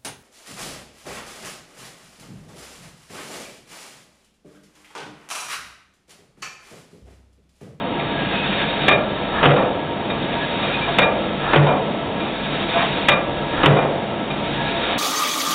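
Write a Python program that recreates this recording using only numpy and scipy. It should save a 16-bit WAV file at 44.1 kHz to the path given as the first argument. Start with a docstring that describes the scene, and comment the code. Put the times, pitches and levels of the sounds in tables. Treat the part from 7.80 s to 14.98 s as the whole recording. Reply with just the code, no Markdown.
"""A humming workshop, where a flywheel punch press blanks a steel sheet three times.
Each cycle the clutch key clacks in, the ram grinds down, the die lands and snaps through, the frame
booms, the punch strips out with a rattle and the key ticks free. The freed flywheel rubs until the
next stroke, while the sheet buckles as it is pushed on. Gear whine swells briefly and metal squeaks.
It all comes through a narrow-band recorder that squashes the blows."""
import sys
import numpy as np
from scipy import signal
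from scipy.fft import rfft, irfft, next_fast_len
from scipy.io import wavfile
from scipy.ndimage import map_coordinates

SR = 44100
rng = np.random.default_rng(int(sys.argv[2]) if len(sys.argv) > 2 else 0)


def log_audio(samples):
    """Write samples as a 16-bit WAV file to the path given in sys.argv[1]."""
    # one column per channel
    frames = np.atleast_2d(samples).T
    # limit to full scale, then quantise
    limited = np.clip(frames, -1, 1)
    pcm = np.round(limited * 32767).astype(np.int16)
    wavfile.write(sys.argv[1], SR, pcm)


N = 316638

# Room tone of the machines all round: freq_hz, level_db
SHOP_SPECTRUM = [(15, -53), (25, -24.5), (107, -9), (140, -6), (247, -4.2), (346, -4.2), (384, -10.5),
                 (418, -6.5), (549, -7.5), (802, -11.5), (929, -12), (1030, -17), (1300, -19.8),
                 (1390, -23), (3800, -28.2), (4940, -24.5), (8360, -120)]
# Whine of the drive and gears: pitch_hz, level_db, width_hz, sag_loss_db
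GEAR_TONES = [(144.8, -37.5, 9.2, 0), (201.3, -35.7, 30, 0), (680, -38, 22, 1), (934.4, -39.3, 19, 1),
              (1320, -45, 27, 3), (1660, -44.5, 32, 6), (3540, -55.5, 75, 5), (3740, -52.5, 40, 5)]
# Reverb time of the hall: freq_hz, t60_s
HALL_DECAY = [(100, 0.49), (550, 1), (1200, 0.36), (2500, .35), (3800, .3)]
# Colour of its tail: freq_hz, level_db
HALL_SPECTRUM = [(50, -0.5), (140, 5), (300, 2), (430, 2), (580, 6.5), (800, 2.5), (1100, 1), (2000, -1.5),
                 (3800, -10)]
# Swells of gear whine near 1660 Hz and higher metallic squeaks: start_s, length_s, pitch_hz, level_db
WHINES_AND_SQUEAKS = [(0.3, 0.26, 1643, -37), (0.506, 0.17, 2540, -37.5), (0.78, 0.095, 1663, -34.5),
                      (2.604, 0.051, 1680, -31), (2.925, 0.057, 2490, -33.5), (3.011, 0.048, 2366, -33),
                      (6.764, 0.13, 1670, -37)]
# Pushes that buckle the sheet: start_s, level_db
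SHEET_SHOVES = [(3.071, -20), (4.936, -20), (4.956, -17), (4.990, -17.5), (5.016, -17.5)]
# Hollow honk of the buckling sheet: freq_hz, level_db
BUCKLE_SPECTRUM = [(150, -14.5), (520, -14.5), (640, -7.5), (680, 14), (730, -5.5), (820, 1), (950, 1.5),
                   (1400, -9), (3800, -18)]
# Press cycles, the first already under way: start_s, extra_ring_db, extra_snap_db, extra_rub_db
PRESS_CYCLES = [(-1.025, -2, 0, 1), (1.0805, 1.5, -1.5, -1), (3.1845, 0, 0.5, 0), (5.284, -1, 2, 0.3)]
# Steel rubbing in the hub and slideways: freq_hz, level_db
SCRAPE_SPECTRUM = [(100, -10), (200, 5), (400, -11), (700, 5.5), (1100, -1), (1700, 0.5), (2050, -2.5),
                   (2450, 0), (3000, -4.5), (3750, 0.5)]
# Growl of the loaded gears: freq_hz, level_db
GRIND_SPECTRUM = [(120, -4), (200, -5.5), (500, -6.5), (690, 0), (1100, -6), (1330, -2.5), (1500, -14),
                  (1720, -2), (2000, -20), (3800, -23)]
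# The key bites, rebounds, seats, later pulls free and is nicked twice: cycle_time_s, level_db, ring_db
KEY_HITS = [(0.0, 0, -22), (0.007, -8, -13), (0.032, -10, -11), (0.044, -17, -7), (0.087, -29, -14),
            (1.218, -21, -9), (1.748, -21.5, -8), (1.80, -25, -9)]
# Hard crack of the key: freq_hz, level_db
CLACK_SPECTRUM = [(60, -16.5), (130, -1.5), (300, -1.5), (420, -1), (570, 4.5), (800, 1), (1150, -1),
                  (1500, -4), (2000, -2), (3000, -8.5), (3800, -8)]
# Ringing steel of the clutch and ram: pitch_hz, level_db, t60_s
STEEL_MODES = [(555, -5, .5), (600, -5, .5), (1180, -6.5, 0.63), (1378, -13, 0.67), (1690, -20.5, 0.75),
               (2406, -2.5, 0.25), (2660, -16, 0.2), (3556, -8, 0.097), (3735, -6, 0.15)]
# Low body of the cast frame: pitch_hz, level_db, t60_s
FRAME_MODES = [(145.3, 2, 0.35), (120, -10, .3), (104.5, -9, 0.26), (196, -18.5, 1)]
# The die lands, beds down and breaks through: cycle_time_s, level_db, snap_db
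DIE_HITS = [(0.548, -9, -10), (0.558, -13, -9), (0.575, -7, 2)]
# Weight of the die's blow: freq_hz, level_db
CRUNCH_SPECTRUM = [(40, -21), (120, 1), (200, 5.5), (330, 7), (420, 5), (600, 5), (1300, -1), (2000, -8),
                   (3000, -12.5), (3800, -18.5)]
# Bright edge of the cut: freq_hz, level_db
SNAP_SPECTRUM = [(500, -25), (1500, -15), (2400, 0), (3000, 12), (3800, -7.5)]
# The loose sheet bouncing on the table: freq_hz, level_db
RATTLE_SPECTRUM = [(80, -15), (200, -7), (550, 1), (1000, -4.5), (1600, -6.5), (2500, -14.5), (3800, -18)]
# The punch pulls out and the sheet slaps back: cycle_time_s, level_db
STRIP_HITS = [(0.683, -16.5), (0.703, -18.5), (0.742, -24)]
# Colour of each slap: freq_hz, level_db
SLAP_SPECTRUM = [(100, -7), (300, 1.5), (600, 3), (1100, 4.5), (1600, -5.5), (2500, -12), (3800, -18)]
# The recorder's steep top edge and faint mirror band: freq_hz, gain_db
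BAND_EQ = [(3790, 0), (3880, -9), (3960, -30), (4040, -36), (4150, -20), (4260, -14), (4400, -24),
           (4600, -48), (4850, -100)]
# Its presence lift: freq_hz, gain_db
PRESENCE_EQ = [(300, -.5), (1000, 1.59), (3000, 6.5)]


def amp(db):
    """Decibels to gain."""
    return 10 ** (np.asarray(db) / 20)


def unit(x):
    """Scale to rms 1."""
    return x / np.sqrt(np.mean(x ** 2) + 1e-20)


def along(points, hz):
    """Read a curve of (freq_hz, value) points on a log frequency axis."""
    freqs, values = np.transpose(points)
    return np.interp(np.log(hz + 1), np.log(freqs + 1), values)


def cycle_time():
    """Seconds since the cycle began, for every sample."""
    t, starts = np.arange(N) / SR, np.array(PRESS_CYCLES)[:, 0]
    return t - starts[np.searchsorted(starts, t) - 1]


def each_cycle(centre_s, width_s):
    """A smooth bump from 0 to 1 and back at the same point of every cycle."""
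    return np.exp(-((cycle_time() - centre_s) / width_s) ** 2)


def wobble(rate_hz, size=N):
    """A smooth random modulator of rms 1."""
    return unit(map_coordinates(rng.standard_normal(4096), [np.arange(size) * rate_hz / SR], mode="wrap"))


def filtered(x, response):
    """EQ x with a gain given as a function of frequency."""
    size = next_fast_len(len(x) + 8192)
    return irfft(rfft(x, size) * response(np.fft.rfftfreq(size, 1 / SR)), size)[:len(x)]


def noise(spectrum, size):
    """Coloured noise of rms 1, cut off at 4800 Hz."""
    return unit(filtered(rng.standard_normal(size), lambda hz: amp(along(spectrum, hz)) * (hz < 4800)))


def add(track, start_s, sound):
    """Mix a sound in, dropping what falls outside the track."""
    start = round(start_s * SR)
    heard = sound[max(-start, 0):]
    part = track[max(start, 0):][:len(heard)]
    part += heard[:len(part)]


def decay(t60_s):
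    """A one-second envelope that dies away exponentially."""
    return amp(-60 * np.arange(SR) / SR / t60_s)


def attack(rise_s):
    """A one-second envelope that softens the onset."""
    return 1 - np.exp(-np.arange(SR) / SR / rise_s)


def ring(modes, loose_rad):
    """Struck metal; loose parts chatter and make each mode waver in phase."""
    out, t = np.zeros(SR), np.arange(SR) / SR
    for hz, db, t60_s in modes:
        envelope = amp(db + rng.standard_normal()) * decay(t60_s)
        out += envelope * np.sin(2 * np.pi * hz * t + loose_rad * wobble(90, size=SR))
    return out


def in_hall(sound, wet_db):
    """Add a fresh reverb tail; the low mids linger longest."""
    hz, t, bands = signal.stft(noise(HALL_SPECTRUM, SR), SR, nperseg=256)
    fade = amp(-60 * t / along(HALL_DECAY, hz)[:, None])
    tail = signal.istft(bands * fade, SR, nperseg=256)[1][:SR] * attack(0.015)
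    return sound + amp(wet_db) * signal.fftconvolve(sound, tail / np.linalg.norm(tail))[:SR]


def workshop():
    """A bed of machine roar; motor throb and upper gear tones duck as the drive slows after each cut."""
    t, motor_hz = np.arange(N) / SR, 48.6
    sag = each_cycle(centre_s=1.02, width_s=0.3)
    roar = amp(-25.6 + 0.51 * wobble(6.7)) * noise(SHOP_SPECTRUM, N)
    throb_db = -44 - 10 * sag + 1.5 * wobble(4)
    throb = amp(throb_db) * unit(np.sin(2 * np.pi * motor_hz * t + .5 * wobble(11)))
    whine = np.zeros(N)
    for hz, db, width_hz, sag_loss_db in GEAR_TONES:
        waver = 0.66 + wobble(width_hz) + 1j * wobble(width_hz)  # uneven meshing shakes level and phase
        whine += amp(db - sag_loss_db * sag) * unit(np.real(waver * np.exp(2j * np.pi * hz * t)))
    return roar + throb + whine


def whines_and_squeaks():
    """Brief swells of wavering gear whine, plus a few higher metallic squeaks."""
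    out, t = np.zeros(N), np.arange(SR) / SR
    for start_s, length_s, hz, db in WHINES_AND_SQUEAKS:
        swell = np.sqrt(np.abs(np.sin(np.pi * np.minimum(t / length_s, 1))))
        tone = unit(np.sin(2 * np.pi * hz * t + .9 * wobble(110, size=SR)))
        add(out, start_s, amp(db) * swell * tone)
    return out


def sheet():
    """The thin plate buckles as it is pushed on."""
    out = np.zeros(N)
    for start_s, db in SHEET_SHOVES:
        add(out, start_s, amp(db) * noise(BUCKLE_SPECTRUM, SR) * decay(0.26) * attack(0.007))
    return out


def flywheel():
    """The free wheel rubs on its hub, catching and slipping, louder as it regains speed."""
    free_s, spin_up_s = 1.17, 0.27
    speed = 1 - np.exp(-np.maximum(cycle_time() - free_s, 0) / spin_up_s)
    catching = unit(amp(0.88 * wobble(220) + 1.1 * wobble(30)))
    starts, _, _, extra_rub_db = np.transpose(PRESS_CYCLES)
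    rub_db = -29.5 + extra_rub_db[np.searchsorted(starts, np.arange(N) / SR) - 1]
    scuff_db = 3.5 * each_cycle(centre_s=1.82, width_s=0.05)
    return speed * amp(rub_db + scuff_db) * catching * noise(SCRAPE_SPECTRUM, N)


def ram():
    """The slideways hiss as the ram gathers speed, and the loaded gears grind near the bottom."""
    t = cycle_time()
    begin_s, full_s, ease_s, end_s = 0.41, 0.5, 0.55, 0.65
    load = np.interp(t, [begin_s, full_s, ease_s, end_s], [0, 1, 1, 0])
    speed = np.interp(t, [0, ease_s, end_s], [0, 1, 0])
    grind = amp(-24) * load * noise(GRIND_SPECTRUM, N)
    hiss = amp(-34.5) * speed * noise(SCRAPE_SPECTRUM, N)
    return grind + hiss


def clutch():
    """The key slams into the flywheel: a hard crack, ringing steel and a nudge to the frame."""
    out = np.zeros(N)
    for start_s, extra_ring_db, _, _ in PRESS_CYCLES:
        for hit_s, db, ring_db in KEY_HITS:
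            crack = noise(CLACK_SPECTRUM, SR) * decay(0.056) * attack(.004)
            steel = amp(ring_db + extra_ring_db) * ring(STEEL_MODES, loose_rad=0.9) * attack(0.0025)
            nudge = amp(-19.5) * ring(FRAME_MODES, loose_rad=0.18) * attack(0.035)
            add(out, start_s + hit_s, amp(db) * (in_hall(crack, wet_db=-11.5) + steel + nudge))
    return out


def punch():
    """The die cuts, the strained frame springs back with a boom, and the sheet rattles and slaps."""
    out, boom_s = np.zeros(N), 0.580
    for start_s, _, extra_snap_db, _ in PRESS_CYCLES:
        for hit_s, db, snap_db in DIE_HITS:
            crunch = noise(CRUNCH_SPECTRUM, SR) * decay(0.15) * attack(0.00072)
            snap = amp(snap_db + extra_snap_db) * noise(SNAP_SPECTRUM, SR) * decay(0.03) * attack(0.0059)
            add(out, start_s + hit_s, amp(db) * in_hall(crunch + snap, wet_db=-13))
        chatter = unit(amp(2.7 * wobble(110, size=SR)))  # the sheet bounces on the shaking table
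        rattle = amp(-7.5) * chatter * noise(RATTLE_SPECTRUM, SR) * decay(0.47)
        steel = amp(-17) * ring(STEEL_MODES, loose_rad=0.9)
        boom = amp(6.5) * ring(FRAME_MODES, loose_rad=0.073)
        add(out, start_s + boom_s, amp(-9.5) * (boom + rattle + steel) * attack(0.017))
        for hit_s, db in STRIP_HITS:
            slap = in_hall(noise(SLAP_SPECTRUM, SR) * decay(0.084) * attack(0.00073), wet_db=-5)
            clink = amp(-16) * ring(STEEL_MODES, loose_rad=.6)
            add(out, start_s + hit_s, amp(db) * (slap + clink))
    return out


def limiter(x, ceiling_db, release_db_per_s, attack_s):
    """Peaks over the ceiling duck the gain, which climbs back at a steady rate."""
    over_db = np.maximum(20 * np.log10(np.abs(x) + 1e-9) - ceiling_db, 0)
    release_db = release_db_per_s * np.arange(N) / SR
    duck_db = np.maximum.accumulate(over_db + release_db) - release_db
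    pole = np.exp(-1 / (attack_s * SR))
    return x * amp(-signal.lfilter([1 - pole], [1, -pole], duck_db))


def scene():
    """The press over the workshop bed, in mono."""
    return (clutch() + punch() + ram() + flywheel() + sheet() + whines_and_squeaks() + workshop())[None]


def record(dry):
    """A limiter rides the blows and the input saturates; the band ends near 4 kHz and tall peaks clip."""
    held = limiter(dry[0], ceiling_db=-4.5, release_db_per_s=430, attack_s=0.0059)
    ceiling, hardness, top_hz = .52, 5, 15800
    saturated = held / (1 + np.abs(held / ceiling) ** hardness) ** (1 / hardness)
    narrow = filtered(saturated, lambda hz: amp(along(BAND_EQ, hz) + along(PRESENCE_EQ, hz)))
    clipped = np.clip(narrow, -.72, .72)
    return filtered(clipped, lambda hz: hz < top_hz)[None]


dry = scene()
out = record(dry)
log_audio(out)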